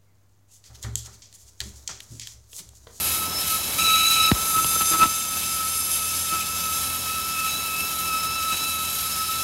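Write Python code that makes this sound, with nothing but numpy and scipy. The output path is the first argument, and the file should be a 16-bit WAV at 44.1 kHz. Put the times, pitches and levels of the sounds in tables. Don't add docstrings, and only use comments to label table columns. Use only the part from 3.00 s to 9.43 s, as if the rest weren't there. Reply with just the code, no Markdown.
import sys
import numpy as np
from scipy import signal
from scipy.fft import rfft, irfft, next_fast_len
from scipy.io import wavfile
from scipy.ndimage import uniform_filter1d

SR = 44100
rng = np.random.default_rng(int(sys.argv[2]) if len(sys.argv) > 2 else 0)


def pcm_store(signal):
    levels = np.round(np.clip(np.atleast_2d(signal), -1, 1) * 32767)
    wavfile.write(sys.argv[1], SR, levels.astype(np.int16).T)


N = 283563
T = np.arange(N) / SR
LAP_S = 1.0545
# start/s, end/s, rasp level/dB, depth/0-1
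BITES = [(0.783, 1.303, -25.5, 1), (2.42, 2.464, -34, 0.07), (3.406, 3.447, -30, 0),
         (4.46, 4.52, -34, 0.16), (5.515, 5.587, -31, 0.08)]


def undb(db):
    return 10 ** (np.asarray(db) / 20)


def unit(x):
    return x / np.sqrt(np.mean(x ** 2))


def curves(rows):
    times_s, *columns = np.transpose(rows)
    return [np.interp(T, times_s, column) for column in columns]


def bells(rows):
    return sum(db * np.exp(-((T - at_s) / half_s) ** 2) for at_s, half_s, db in rows)


def stretch(start_s, end_s, fade_s, clock_s=T):
    return np.clip(np.minimum(clock_s - start_s, end_s - clock_s) / fade_s + .5, 0, 1)


def walk(rate_hz):
    step = max(int(SR / rate_hz), 1)
    return unit(uniform_filter1d(np.repeat(rng.standard_normal(N // step + 1), step), step)[:N])


def drift(rows, bite, bite_db, wander_db):
    return curves(rows)[0] + bite_db * bite + wander_db * walk(14)


def colour(x, spectrum):
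    hz, db = np.transpose(spectrum)
    size = next_fast_len(N)
    bins_hz = np.maximum(np.fft.rfftfreq(size, 1 / SR), 1)
    gain = undb(np.interp(np.log(bins_hz), np.log(hz), db))
    return unit(irfft(rfft(x, size) * gain, size)[:N])


def resonance(x, hz, width_hz):
    b, a = signal.iirpeak(hz, hz / width_hz, fs=SR)
    return unit(signal.lfilter(b, a, signal.lfilter(b, a, x)))


def puffs(phase, depth):
    return rng.standard_normal(N) * np.exp(depth * np.cos(phase))


def partial(phase, multiple, db, flutter_db, blur_rad):
    shake_db = flutter_db * (walk(60) + 1.09 * walk(420))
    jitter = blur_rad * (walk(70) + 0.2 * walk(400))
    tone = np.sqrt(2) * np.sin(multiple * phase + jitter + rng.uniform(0, 2 * np.pi))
    return undb(db + shake_db) * tone


def outline(turn_s, plume_lag_s):
    # start/s, end/s, lift/dB
    strokes = [(0.131, .175, 3.5), (0.196, .262, 5), (.275, .288, -1.5), (0.304, 0.327, -2),
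               (0.461, .565, 3.5), (.72, 0.737, -0.5), (.77, 0.803, 4), (0.877, .972, 5),
               (1.004, 1.044, 4.5)]
    slow, lift_db = np.zeros(N), np.zeros(N)
    for start_s, end_s, db in strokes:
        gate = stretch(start_s, end_s, turn_s, clock_s=T % LAP_S)
        slow += gate
        lift_db += db * gate
    return slow, uniform_filter1d(lift_db, size=int(plume_lag_s * SR))


def whistle(phase, slow, bite, lift_db):
    # t/s, level/dB
    first = [(0, -41.5), (.27, -37), (.49, -41), (.53, -32), (.65, -42.5), (.77, -46), (.8, -34.5),
             (1.66, -30), (2.26, -37.5), (2.64, -33.5), (2.93, -39.5), (3.75, -33.5), (4.02, -38.5),
             (4.29, -32.5), (4.68, -35), (5.31, -30.5), (6.07, -37), (6.43, -31.5)]
    second = [(0, -48), (.23, -40), (.33, -49), (.51, -42), (.86, -49), (1.66, -43), (2.77, -45),
              (3.1, -38.5), (3.17, -60), (3.33, -39.5), (3.7, -44.5), (4.1, -37.5), (4.9, -34.5),
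              (4.96, -49), (5.06, -34), (5.8, -37.5), (6, -45.5), (6.43, -43)]
    third = [(0, -45), (.55, -40), (.76, -41), (.8, -34.5), (1.12, -32.5), (1.4, -41.5), (2.4, -53),
             (3.3, -62), (3.82, -40.5), (4.42, -47), (4.54, -33), (4.68, -41.5), (5.2, -41.5),
             (5.64, -33.5), (6.12, -42), (6.43, -38)]
    fourth = [(0.0, -48.4), (0.41, -35), (0.68, -45), (1.19, -43.5), (1.24, -34), (1.5, -46.2), (3.09, -41),
              (5.08, -42.5), (5.13, -35), (5.96, -46), (6.2, -35.7), (6.43, -42)]
    # multiple of wobble rate, gain/dB
    upper = [(5, -9.5), (7, -10.5)]
    # t/s, half-width/s, gain/dB
    falters = [(.635, 0.019, -9), (1.33, .015, -8), (2.42, .03, -4), (2.855, 0.014, -7), (2.925, .015, -5),
               (3.995, .015, -5), (5.575, .025, -5), (6.272, 0.011, -6)]
    first_db = drift(first, bite, bite_db=7, wander_db=.5) + lift_db + bells(falters)
    overdrive_db = 2 * first_db + 2
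    second_db = np.maximum(drift(second, bite, bite_db=1, wander_db=2), overdrive_db)
    third_db = drift(third, bite, bite_db=11, wander_db=.6)
    sag_db = -2.5 * slow
    fourth_db = drift(fourth, bite, bite_db=7, wander_db=.6) + sag_db
    upper_db = 0.6 * third_db - 13.5 + sag_db
    out = partial(phase, 1, first_db + 1.16 * walk(70), flutter_db=0.21, blur_rad=0.15)
    out += undb(first_db - 14.5) * resonance(rng.standard_normal(N), hz=1293, width_hz=103)
    out += partial(phase, 2, second_db, flutter_db=1.34, blur_rad=0.3)
    out += partial(phase, 3, third_db, flutter_db=1.56, blur_rad=0.14)
    out += partial(phase, 4, fourth_db, flutter_db=2, blur_rad=0.29)
    return out + sum(partial(phase, k, upper_db + db, flutter_db=3, blur_rad=.28) for k, db in upper)


def hiss(phase, bite):
    # f/Hz, gain/dB
    jet_spectrum = [(900, -18.5), (1500, -3.5), (2000, -9.5), (2250, 0.5), (2900, -0.5), (3500, 1),
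                    (4400, -0.5), (5500, -1), (7200, 0), (8300, -1.5), (10000, 0), (15000, -9)]
    # f/Hz, gain/dB
    bright_spectrum = [(5000, -24.5), (8700, -9.5), (9250, 1.5), (9800, -16), (10600, 2), (11600, 4),
                       (12500, 0), (13600, -4.5), (14300, -6), (14900, -22), (15700, -10)]
    # t/s, level/dB
    jet_levels = [(0, -28.5), (.17, -29.5), (.3, -34), (.55, -26), (.63, -32), (1.1, -30.5), (1.38, -32),
                  (1.93, -29.5), (2.1, -34), (2.55, -31), (5.7, -33), (6.42, -31)]
    bright_levels = [(0, -27), (.17, -27.5), (.31, -35.5), (.54, -27), (.63, -33.5), (.76, -31), (1.3, -32),
                     (1.42, -33), (1.56, -28.5), (1.98, -30), (2.15, -37), (2.85, -33), (3.44, -36.5),
                     (3.74, -31), (4.3, -34.5), (4.93, -31.5), (5.4, -36), (5.98, -31.5), (6.43, -34.5)]
    # t/s, half-width/s, gain/dB
    spurts = [(.56, .025, 2), (4.45, .012, 3), (5.56, .02, 2.5)]
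    jet_db = drift(jet_levels, bite, bite_db=4, wander_db=.5)
    bright_db = drift(bright_levels, bite, bite_db=3, wander_db=.5) + bells(spurts)
    flicker = undb(0.73 * walk(40) + 1.37 * walk(300))
    jet = colour(puffs(phase, depth=0.24), jet_spectrum) * undb(jet_db)
    bright = colour(puffs(phase, depth=0.58), bright_spectrum) * undb(bright_db)
    return flicker * (jet + bright)


def fans():
    # f/Hz, level/dB
    blade_tones = [(84.8, -49), (127.3, -58.5), (169.7, -55), (211.5, -57), (253.5, -59.5), (511.4, -63),
                   (597.5, -61.5), (1033, -61.5), (2232, -55.5)]
    # f/Hz, gain/dB
    rush_spectrum = [(20, -32), (35, -32), (50, -7), (70, 1.5), (105, -5), (200, -5), (320, -6.5),
                     (500, -10), (900, -7.5), (1500, -13), (2200, -16.5), (8000, -17)]
    # t/s, level/dB
    background_levels = [(0, -34.5), (1.3, -34), (2.0, -38), (2.12, -39.5), (4.5, -38.5), (6.4, -38)]
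    hum = sum(undb(db + 2 * walk(4.6)) * np.sqrt(2) * np.sin(2 * np.pi * hz * T + 0.52 * walk(2.86))
              for hz, db in blade_tones)
    rush = colour(rng.standard_normal(N), rush_spectrum)
    return hum + rush * undb(curves(background_levels)[0] + walk(9))


def rasp(phase, attack_s, fade_s):
    # f/Hz, width/Hz, gain/dB
    modes = [(2340, 110, -5.5), (2596, 230, 4.5), (2910, 160, -6), (3926, 170, 1.5), (6490, 90, -3),
             (7980, 350, -5)]
    gate = sum(undb(db) * np.clip(np.minimum((T - start_s) / attack_s, (end_s - T) / fade_s), 0, 1)
               for start_s, end_s, db, _ in BITES)
    turbulence = puffs(phase, depth=0.84)
    return gate * unit(sum(undb(db) * resonance(turbulence, hz, width_hz) for hz, width_hz, db in modes))


def pops(start_hz, end_hz, fall_s, rise_s, thump_s, crack_s):
    # t/s, crack/dB, thump/dB
    flashes = [(1.3163, -10, -5.5), (1.568, -25, -30), (1.646, -16.5, -26), (1.763, -28, -30),
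               (1.811, -21, -29), (2.057, -26, -25), (2.371, -26, -51)]
    crack_spectrum = [(200, 2), (550, 5), (1200, 0.5), (2300, -2), (4000, 0.5), (5500, -10), (15000, -25)]
    noise = colour(rng.standard_normal(N), crack_spectrum)
    out = np.zeros(N)
    for at_s, crack_db, thump_db in flashes:
        age_s = np.maximum(T - at_s, 0)
        cycles = end_hz * age_s + (start_hz - end_hz) * fall_s * (1 - np.exp(-age_s / fall_s))
        envelope = np.exp(-age_s / thump_s) * (1 - np.exp(-age_s / rise_s))
        out += undb(thump_db) * np.sin(2 * np.pi * cycles) * envelope
        out += undb(crack_db) * noise * np.exp(-abs(T - at_s) / crack_s)
    return out


def shrill(phase, wobble_hz, start_s, end_s):
    # multiple of wobble rate, gain/dB
    low_lines = [(2.75, -5), (3.75, -3.5), (4.75, 2.5), (5, -8.5), (5.75, 1)]
    high_lines = [(6.75, 0), (7.75, 2), (8.4, -1), (8.53, -2), (8.77, 0), (9.47, -9), (10, -10)]
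    # t/s, low lines/dB, high lines/dB
    levels = [(1.33, -45, -45), (1.55, -38, -36), (1.9, -36, -36.5), (2.1, -38, -41), (2.4, -42.5, -42.5),
              (2.85, -42.5, -36.5), (3.26, -42, -39.5), (3.44, -45.5, -46), (3.75, -40.5, -42.5),
              (3.92, -53, -41)]
    # t/s, half-width/s, gain/dB
    flares = [(1.89, 0.055, 3), (2.775, 0.034, 1.5), (2.935, .03, 4)]
    low_db, high_db = curves(levels)
    low = sum(partial(phase, k, low_db + db - .3, flutter_db=1.7, blur_rad=.13) for k, db in low_lines)
    high = sum(partial(phase, k, high_db + db - .3, flutter_db=1.5, blur_rad=.49) for k, db in high_lines)
    hold_db = 0.11 * (wobble_hz - wobble_hz.mean())
    stutter_db = 1.4 * walk(170)
    gate = stretch(start_s, end_s, fade_s=0.045)
    return (low + high) * undb(hold_db + stutter_db + bells(flares)) * gate


def sputter(phase, spits_per_s, grain_s, growl_db):
    # t/s, half-width/s, crackle/dB, whistle swell/dB
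    bursts = [(1.582, 0.037, -35, 7), (1.763, 0.0075, -42, 10.5), (1.817, 0.013, -29, 11.5),
              (1.943, 0.023, -26.5, 8.5), (2.03, 0.032, -21, 20), (3.345, 0.026, -34.5, 8),
              (4.475, .012, -40, 1.3), (5.539, 0.015, -34.5, -5)]
    # f/Hz, gain/dB
    spectrum = [(40, 4), (150, -1), (320, -9), (600, -8), (1000, 0.5), (1400, 0), (1900, -5.5),
                (2600, -1.5), (4000, -6.5), (7000, -15), (14000, -15.5)]
    envelope, swell_db = np.zeros(N), np.zeros(N)
    for at_s, half_s, db, lift_db in bursts:
        bell = np.exp(-((T - at_s) / half_s) ** 2)
        envelope += undb(db) * bell
        swell_db += lift_db * bell ** 0.76
    uneven_rate_hz = spits_per_s * undb(3 * walk(150))
    spits = np.diff(np.floor(np.cumsum(uneven_rate_hz) / SR), prepend=0)
    grains = signal.lfilter([1], [1, -np.exp(-1 / (grain_s * SR))], spits)
    growl = partial(phase, 1 / 4, -0.44, flutter_db=6.5, blur_rad=0.55)
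    growl += partial(phase, 3 / 4, 0, flutter_db=2, blur_rad=0.46)
    crackle = colour(grains * rng.standard_normal(N), spectrum)
    return envelope * (crackle + undb(growl_db) * growl), swell_db


def bench(x, gain, travel_s, drift_s, count):
    fine = signal.resample_poly(x, up=4, down=1)
    fine_s = np.linspace(0, N / SR, len(fine), endpoint=False)
    out = x.copy()
    for lag_s, turn in rng.uniform((.0008, 0), (.009, 1), (count, 2)):
        path_s = lag_s + travel_s * np.sin(2 * np.pi * (T / LAP_S + turn)) + drift_s * walk(0.67)
        out += gain * np.interp(T - path_s, fine_s, fine, left=0)
    return out / np.sqrt(1 + count * gain ** 2)


def workshop(x, t60_s, wet_db):
    age_s = T[:int(t60_s * SR)]
    tail = rng.standard_normal(len(age_s)) * np.exp(-np.log(1000) * age_s / t60_s) * (age_s > .001)
    wet = signal.fftconvolve(x, tail / np.linalg.norm(tail))[:N]
    return (x + undb(wet_db) * wet) / np.sqrt(1 + undb(wet_db) ** 2)


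def scene():
    fast_hz, slow_hz = 1314.5, 1298
    slow, lift_db = outline(turn_s=.016, plume_lag_s=0.042)
    wobble_hz = fast_hz + (slow_hz - fast_hz) * slow + 1.293 * walk(45)
    phase = 2 * np.pi * np.cumsum(wobble_hz) / SR
    bite = sum(depth * stretch(start_s, end_s, fade_s=.008) for start_s, end_s, _, depth in BITES)
    crackle, swell_db = sputter(phase, spits_per_s=190, grain_s=0.0021, growl_db=-14)
    cut = crackle + whistle(phase, slow, bite, lift_db + swell_db)
    cut += shrill(phase, wobble_hz, start_s=1.35, end_s=3.9)
    cut += bench(hiss(phase, bite), gain=0.3, travel_s=6e-6, drift_s=2e-5, count=6)
    cut += rasp(phase, attack_s=0.003, fade_s=0.028)
    mono = workshop(cut, t60_s=0.39, wet_db=-17)
    mono += pops(start_hz=403, end_hz=55, fall_s=0.0053, rise_s=0.0013, thump_s=0.011, crack_s=0.00086)
    mono += fans()
    return np.array([mono, mono])


def record(dry):
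    bottom_hz, top_hz = 30, 15700
    lean = signal.sosfilt(signal.butter(3, bottom_hz, "high", fs=SR, output="sos"), dry)
    return signal.sosfilt(signal.ellip(10, .2, 80, top_hz, fs=SR, output="sos"), lean)


dry = scene()
out = record(dry)
pcm_store(out)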